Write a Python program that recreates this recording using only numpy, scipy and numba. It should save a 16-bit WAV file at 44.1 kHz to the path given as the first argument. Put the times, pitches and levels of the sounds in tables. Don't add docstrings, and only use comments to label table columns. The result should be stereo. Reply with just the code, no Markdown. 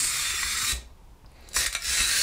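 import sys
import numpy as np
from scipy import signal
from scipy.fft import rfft, irfft
from scipy.io import wavfile
from scipy.ndimage import uniform_filter1d
from numba import njit

SR = 44100
rng = np.random.default_rng(int(sys.argv[2]) if len(sys.argv) > 2 else 0)


def invert_db(level):
    return 10 ** (np.asarray(level, dtype=float) / 20)


def put_to_file(sound):
    columns = np.atleast_2d(sound).T
    safe = np.clip(columns, -1, 1)
    whole_steps = np.round(safe * 32767)
    wavfile.write(sys.argv[1], SR, whole_steps.astype(np.int16))


N = 97902


def unit(x):
    return x / np.sqrt(np.mean(x ** 2))


def butter(x, order, hz, kind="low"):
    return signal.sosfilt(signal.butter(order, hz, kind, fs=SR, output="sos"), x)


def read(spectrum, hz):
    table_hz, value = np.array(spectrum).T
    return np.interp(np.log(hz + 1), np.log(table_hz), value)


def colour(x, spectrum):
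    hz = np.arange(len(x) // 2 + 1) * SR / len(x)
    roll_off = 1 + (hz / spectrum[-1][0] / 1.9) ** 8
    return irfft(rfft(x) * invert_db(read(spectrum, hz)) / roll_off, len(x))


def bright(x, db):
    return butter(x, 2, 4500) * invert_db(-db / 2) - butter(x, 2, 4500, "high") * invert_db(db / 2)


def band(x, hz, width):
    spin = np.exp(2j * np.pi * np.cumsum(hz + 0 * x) / SR)
    return 2 * (butter(x / spin, 2, width / 2) * spin).real


def walk(rate):
    hold = int(SR / rate)
    steps = np.repeat(rng.standard_normal(N // hold + 1), hold)
    return unit(uniform_filter1d(uniform_filter1d(steps, hold), hold)[:N])


@njit
def modes(x, pole, gain, turn, start, steady):
    y = np.zeros(len(x))
    for m in range(len(pole)):
        z, place = 0j, start[m]
        for i in range(len(x)):
            place *= turn[m]
            z = z * pole[m] + (x[i] + 1e-18) * (steady + place.real)
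            y[i] += gain[m] * z.imag
    return y


def ring(x, hz, t60, db, nodes, steady):
    hz, t60 = np.clip(hz, 20, .45 * SR), np.maximum(t60, .003)
    speed, phase = rng.random((2, len(hz)))
    pole = np.exp(2j * np.pi * hz / SR - np.log(1000) / (t60 * SR))
    turn = np.exp(2j * np.pi * nodes * speed / SR)
    gain = (-1.) ** np.arange(len(hz)) * invert_db(db) * np.sqrt(1 - abs(pole) ** 2)
    return modes(x, pole, gain, turn, np.exp(2j * np.pi * phase), 1. * steady)


# time in seconds, level in dB, brightness in dB.
STROKES = [
    [(0, -28, 10), (.08, -30.5, 6.5), (.14, -29, 2.5), (.33, -30.5, -0.5), (.55, -29.5, -0.5), (.7, -27, 1),
     (.724, -27.5, 1), (.732, -69, 4)],
    [(1.28, -79, -15), (1.36, -72.5, -23), (1.48, -59.5, -8.5), (1.535, -54.5, -5), (1.545, -75, -8)],
    [(1.541, -63, 9), (1.544, -33.5, 8), (1.565, -27.5, 9), (1.6, -26.5, 4.5), (1.65, -29.5, -4.5),
     (1.67, -41, 17), (1.69, -59, 4)],
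    [(1.675, -51, -8), (1.72, -51, -8), (1.76, -47.5, -10), (1.8, -57, -7)],
    [(1.8, -51, -2), (1.82, -43, -4), (1.85, -31, -1), (1.92, -26.5, -1), (1.98, -25, -2), (2.02, -25, 0.5),
     (2.06, -26.5, 0.5), (2.14, -25.5, 1.5), (2.23, -24.5, 5)],
]


def cracking(t):
    cracks_per_s, spread_db, texture_db, biggest = 9000, 2.5, -1.5, 3.5
    strike, sign, size = rng.random((3, N))
    cracks = (strike < cracks_per_s / SR) * np.sign(sign - .5) * invert_db(-spread_db * np.log(size))
    bumps = walk(90)
    bumps = bumps - uniform_filter1d(bumps, SR // 25)
    cracks = np.clip(unit(cracks), -biggest, biggest) * invert_db(texture_db * bumps)
    score = 0
    for stroke in STROKES:
        s, db, tilt_db = np.array(stroke).T
        pressed = cracks * invert_db(np.interp(t, s, db, -200, -200))
        score = score + bright(pressed, np.interp(t, s, tilt_db))
    return score


# start in seconds, level in dB, brightness in dB, rattle decay in seconds.
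KNOCKS = [(0.431, -32.5, -12, 0.0089), (1.533, -40.5, 13, 0.0015), (1.5421, -35, 0, 0.0021),
          (1.5557, -34, 1, 0.0034), (1.5638, -22, -8.5, 0.0032), (1.568, -24.5, 1, 0.0035),
          (1.588, -26.5, 5, 0.0055), (1.6608, -23.5, -8.5, 0.0021), (1.664, -21.5, -3.5, 0.0033),
          (1.667, -31.5, 10, 0.002), (1.737, -32, 0, 0.0024), (1.769, -35, -1.5, 0.0014),
          (1.8275, -32, 0, 0.0011), (1.854, -32, 2, 0.0035), (1.7273, -27.5, -5, 0.004),
          (1.75, -21.5, -9.5, 0.0029), (1.808, -43, -2, 0.0026), (1.8217, -34, 3, 0.0019),
          (1.8446, -31.5, 5, .003), (2.003, -25.5, -15.5, 0.0091)]


def knocking(t):
    knocks, noise = 0, rng.standard_normal(N)
    for s, db, tilt_db, rattle in KNOCKS:
        decay = np.exp(-np.clip((t - s) / max(rattle, 5e-4), 0, 50))
        contact = 1.94 * (t - s < 3e-4)
        knocks = knocks + bright(noise * invert_db(db) * (t >= s) * (decay + contact), tilt_db)
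    return knocks


# frequency in Hz, level in dB per Hz.
SHEET = [(700, -39), (1000, -14), (1550, -9), (2300, -6), (3050, -15.5), (3700, -7.5), (7800, -7),
         (10400, -10.5), (11200, -15), (16000, -17)]


def plate(score, knocks, count=420):
    t60_s, top_t60_s, snap_db = 0.086, 0.036, 1
    hz = 950 + 15000 * (np.arange(count) + rng.random(count)) / count
    t60 = t60_s * (top_t60_s / t60_s) ** (hz / 12000)
    ringing = ring(score + knocks, hz, t60, read(SHEET, hz), 5.006, 0.94) * 0.18
    bare = colour(score + invert_db(snap_db) * knocks, SHEET) * invert_db(4.5)
    return ringing + bare


# frequency in Hz, width in Hz, level in dB.
RINGS = [
    [(1276, 210, 2), (1924, 210, 1.5), (2486, 104, -4), (2736, 330, -3), (4435, 73, -7.5), (4920, 70, -21),
     (5680, 100, -15), (7145, 151, -4), (7730, 130, -1), (8150, 260, -3.5), (9650, 220, -3),
     (10320, 230, -4.5)],
    [(1652, 115, -1), (1868, 80, 0), (2415, 180, 0), (2640, 320, 0.5), (3600, 71, -9), (4420, 53, -7.5),
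     (5500, 110, -16), (6300, 120, -14), (6460, 160, -9), (7040, 120, -6), (7980, 120, -3.5),
     (8620, 100, -2.5), (9080, 100, -8)],
]


def strong_rings(force, t):
    out, swap_s = 0, 1.1
    for peaks, part in zip(RINGS, (t < swap_s, t >= swap_s)):
        hz, width, db = np.array(peaks, float).T
        out = out + ring(force * part, hz, 1.97 / width, db - 24.5, 2.503, 6.7)
    return out


# time in seconds, frequency in Hz, level in dB.
WHEEL = [(0, 3740, -23), (.2, 3630, 5), (0.4, 3580, 5), (.58, 3740, 7), (.73, 3915, 8.5), (1.3, 4350, -9),
         (1.56, 3890, 9), (1.62, 4120, 5.5), (1.75, 4020, 11.5), (1.9, 3510, 0.5), (2.03, 3890, 6.5),
         (2.12, 4300, 7.5), (2.22, 4370, 13)]


def wheel_tone(force, t):
    s, hz, db = np.array(WHEEL).T
    return band(force, np.interp(t, s, hz), 330) * invert_db(np.interp(t, s, db))


# start in seconds, end in seconds, frequency in Hz, width in Hz, level in dB.
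SLIDE = [(0, 0.1, 8330, 1570, 7.5), (1.15, 1.48, 2240, 860, 11), (1.1, 1.542, 4430, 1188, 10.5),
         (1.3, 1.54, 400, 490, 16), (1.4, 1.78, 606, 300, 0), (1.9, 1.82, 600, 750, 2.5),
         (1.82, 2.23, 690, 580, -9), (2, 1.78, 4460, 1600, 3), (0, 0.42, 2470, 320, 4.5),
         (0.5, 0.91, 460, 200, -16), (2.09, 2.23, 4200, 1160, 0.5), (1.585, 2.1, 4000, 220, 8),
         (1.3, 1.61, 7100, 340, 4), (1.6, 2.1, 6800, 220, 2), (1.5, 2.2, 10000, 250, 5.5),
         (0.4, 0.59, 4430, 130, 2)]


def seating(score, knocks, t):
    force = score + 0.5 * knocks
    return sum(invert_db(db) * band(force * (t >= a) * (t < b), hz, width) for a, b, hz, width, db in SLIDE)


def sheet(score, knocks, t):
    force = score + knocks
    glass = plate(score, knocks) + wheel_tone(force, t) + strong_rings(force, t)
    return butter(glass, 5, 1090, "high") + seating(score, knocks, t)


# start in seconds, level in dB,
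# centre in Hz, width in Hz.
TICKS = [(0.429, -25, 1314, 248), (0.429, -23, 1980, 900), (0.901, -49.5, 836, 494),
         (1.2452, -47, 906, 1376), (1.26, -52.5, 4700, 1200), (1.28, -61, 1200, 2000),
         (1.317, -60, 9600, 3500), (1.408, -58, 12000, 4030), (1.4882, -39, 7560, 7460),
         (1.563, -22, 1196, 245), (1.6623, -32, 1190, 347), (2.001, -31, 221.3, 89)]


def ticks(t):
    noise, out = rng.standard_normal(N), 0
    for s, db, hz, width in TICKS:
        puff = noise * (t >= s) * np.exp(-np.clip((t - s) / 0.0043, 0, 50))
        out = out + invert_db(db) * np.sqrt(SR / width / 2) * band(puff, hz, width)
    return out


# frequency in Hz, level in dB per Hz.
BOARD = [(18, -37), (30, 1), (64, 0.5), (172, -11.5), (267, -13), (333, -15.5), (380, -15), (1000, -19),
         (1300, -51), (2200, -120)]


def board(score, knocks, count=30):
    board_db, knock_db = -22, -16
    hz = 35 * 30 ** ((np.arange(count) + rng.random(count)) / count)
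    db = read(BOARD, hz) + 10 * np.log10(hz / 60) + board_db
    rumble = uniform_filter1d(abs(score), 200) * rng.standard_normal(N)
    return ring(rumble + invert_db(knock_db) * abs(knocks), hz, 1.2 / np.sqrt(hz), db, 1.528, 0.75)


def edge_drop(t):
    edge_s, edge_db, edge_hz, t60_s = .718, -38, 390, 0.46
    fade = invert_db(edge_db - 60 * np.clip(t - edge_s, 0, 9) / t60_s)
    return 5 * butter((t >= edge_s) * fade * rng.standard_normal(N), 1, [90, edge_hz], "band")


# start in seconds, level in dB, pitch in Hz, decay by 60 dB in seconds.
THUMPS = [(0.018, -37.5, 272, 0.093), (0.101, -40, 56.8, 0.29), (0.537, -35, 64, 0.23),
          (0.629, -32.5, 107, 0.14), (.31, -34, 62, 0.23), (.338, -36.5, 375, 0.057),
          (0.442, -36.5, 60, 0.37), (0.726, -24, 59.3, 0.39), (1.111, -43.5, 56, 0.22),
          (1.241, -30.5, 97, 0.034), (1.568, -33, 54.5, 0.47), (1.673, -32.5, 41.5, 0.18),
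          (1.87, -33.5, 63.4, 0.44), (2, -29, 59.5, 0.15)]


def thumps(t):
    out = 0
    for s, db, hz, t60 in THUMPS:
        age = np.clip(t - s, 0, 9)
        swell = 1 - np.exp(-age / 0.0026)
        out = out + invert_db(db) * np.sin(2 * np.pi * hz * age) * swell * invert_db(-60 * age / t60)
    return out


def room(x):
    t60_s, top_t60_s, room_db, spot_s = 0.3, 0.19, -7.5, .16
    t, place, out = np.arange(SR // 2) / SR, np.arange(N) / SR / spot_s, 0
    for spot in range(int(place[-1]) + 2):
        low = butter(rng.standard_normal(len(t)), 2, 7000)
        high = 1.66 * butter(rng.standard_normal(len(t)), 2, 7000, "high")
        tail = low * invert_db(-60 * t / t60_s) + high * invert_db(-60 * t / top_t60_s)
        tail = tail * (1 - np.exp(-t / 0.0094))
        here = x * np.cos(np.pi / 2 * np.clip(place - spot, -1, 1))
        out = out + signal.fftconvolve(here, tail / np.sqrt(np.sum(tail ** 2)))[:N]
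    return out * invert_db(room_db)


# frequency in Hz, level in dB per Hz.
AIR = [(12, -35.5), (20, -1.5), (68, -4.5), (107, -15.5), (204, -22), (660, -29), (897, -24.5), (1440, -36),
       (16000, -48.5)]


def air():
    return unit(colour(rng.standard_normal(N), AIR)) * invert_db(-50 + 0.99 * walk(4.54))


def patches(rows, frames, size, count):
    chance = rng.random((rows // size + 1, frames // count + 1))
    return np.repeat(np.repeat(chance, size, axis=0), count, axis=1)[:rows, :frames]


# frequency in Hz, share of time-frequency patches from 0 to 1.
SIDE_SHARE = [(100, .03), (900, .2), (3500, .08), (4500, .01), (9500, 0.019), (11500, 0.43), (12300, 0.15),
              (13800, 0.47), (16000, .1)]


def apart(mid, size=1024):
    apart_db, hiss_db = -13.5, -77
    hz, _, z = signal.stft(mid, SR, nperseg=size)
    on = patches(*z.shape, size=9, count=4) < read(SIDE_SHARE, hz)[:, None]
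    loose_phase = np.exp(2j * np.pi * rng.random(z.shape))
    loose = signal.istft(z * on * loose_phase, SR, nperseg=size)[1][:N]
    hiss = butter(rng.standard_normal(N), 2, [2500, 11000], "band")
    return invert_db(apart_db) * loose + invert_db(hiss_db) * hiss


def scene():
    t = np.arange(N) / SR
    score, knocks = cracking(t), knocking(t)
    near = sheet(score, knocks, t) + ticks(t)
    under = board(score, knocks) + edge_drop(t) + thumps(t)
    mid = near + room(near) + under + air()
    side = apart(mid)
    return np.array([mid + side, mid - side])


def thin_top(x, top_hz, size=1024):
    hole_share, from_hz, hole_db = 0.244, 10000, -30
    hz, _, z = signal.stft(x, SR, nperseg=size)
    share = hole_share * np.clip((hz - from_hz) / (top_hz - from_hz), 0, 1)
    gone = patches(len(hz), z.shape[-1], size=6, count=5) < share[:, None]
    return signal.istft(z * np.where(gone, invert_db(hole_db), 1), SR, nperseg=size)[1][:, :N]


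def low_pass(x):
    return signal.sosfilt(signal.butter(12, 16510, fs=SR, output="sos"), x)


def record(dry):
    top_hz = 15650
    soft = np.tanh(1.395 * dry) / 1.612
    cut = signal.sosfilt(signal.ellip(12, .3, 70, top_hz, fs=SR, output="sos"), soft)
    mix = thin_top(cut, top_hz)
    return low_pass(mix)


dry = scene()
out = record(dry)
put_to_file(out)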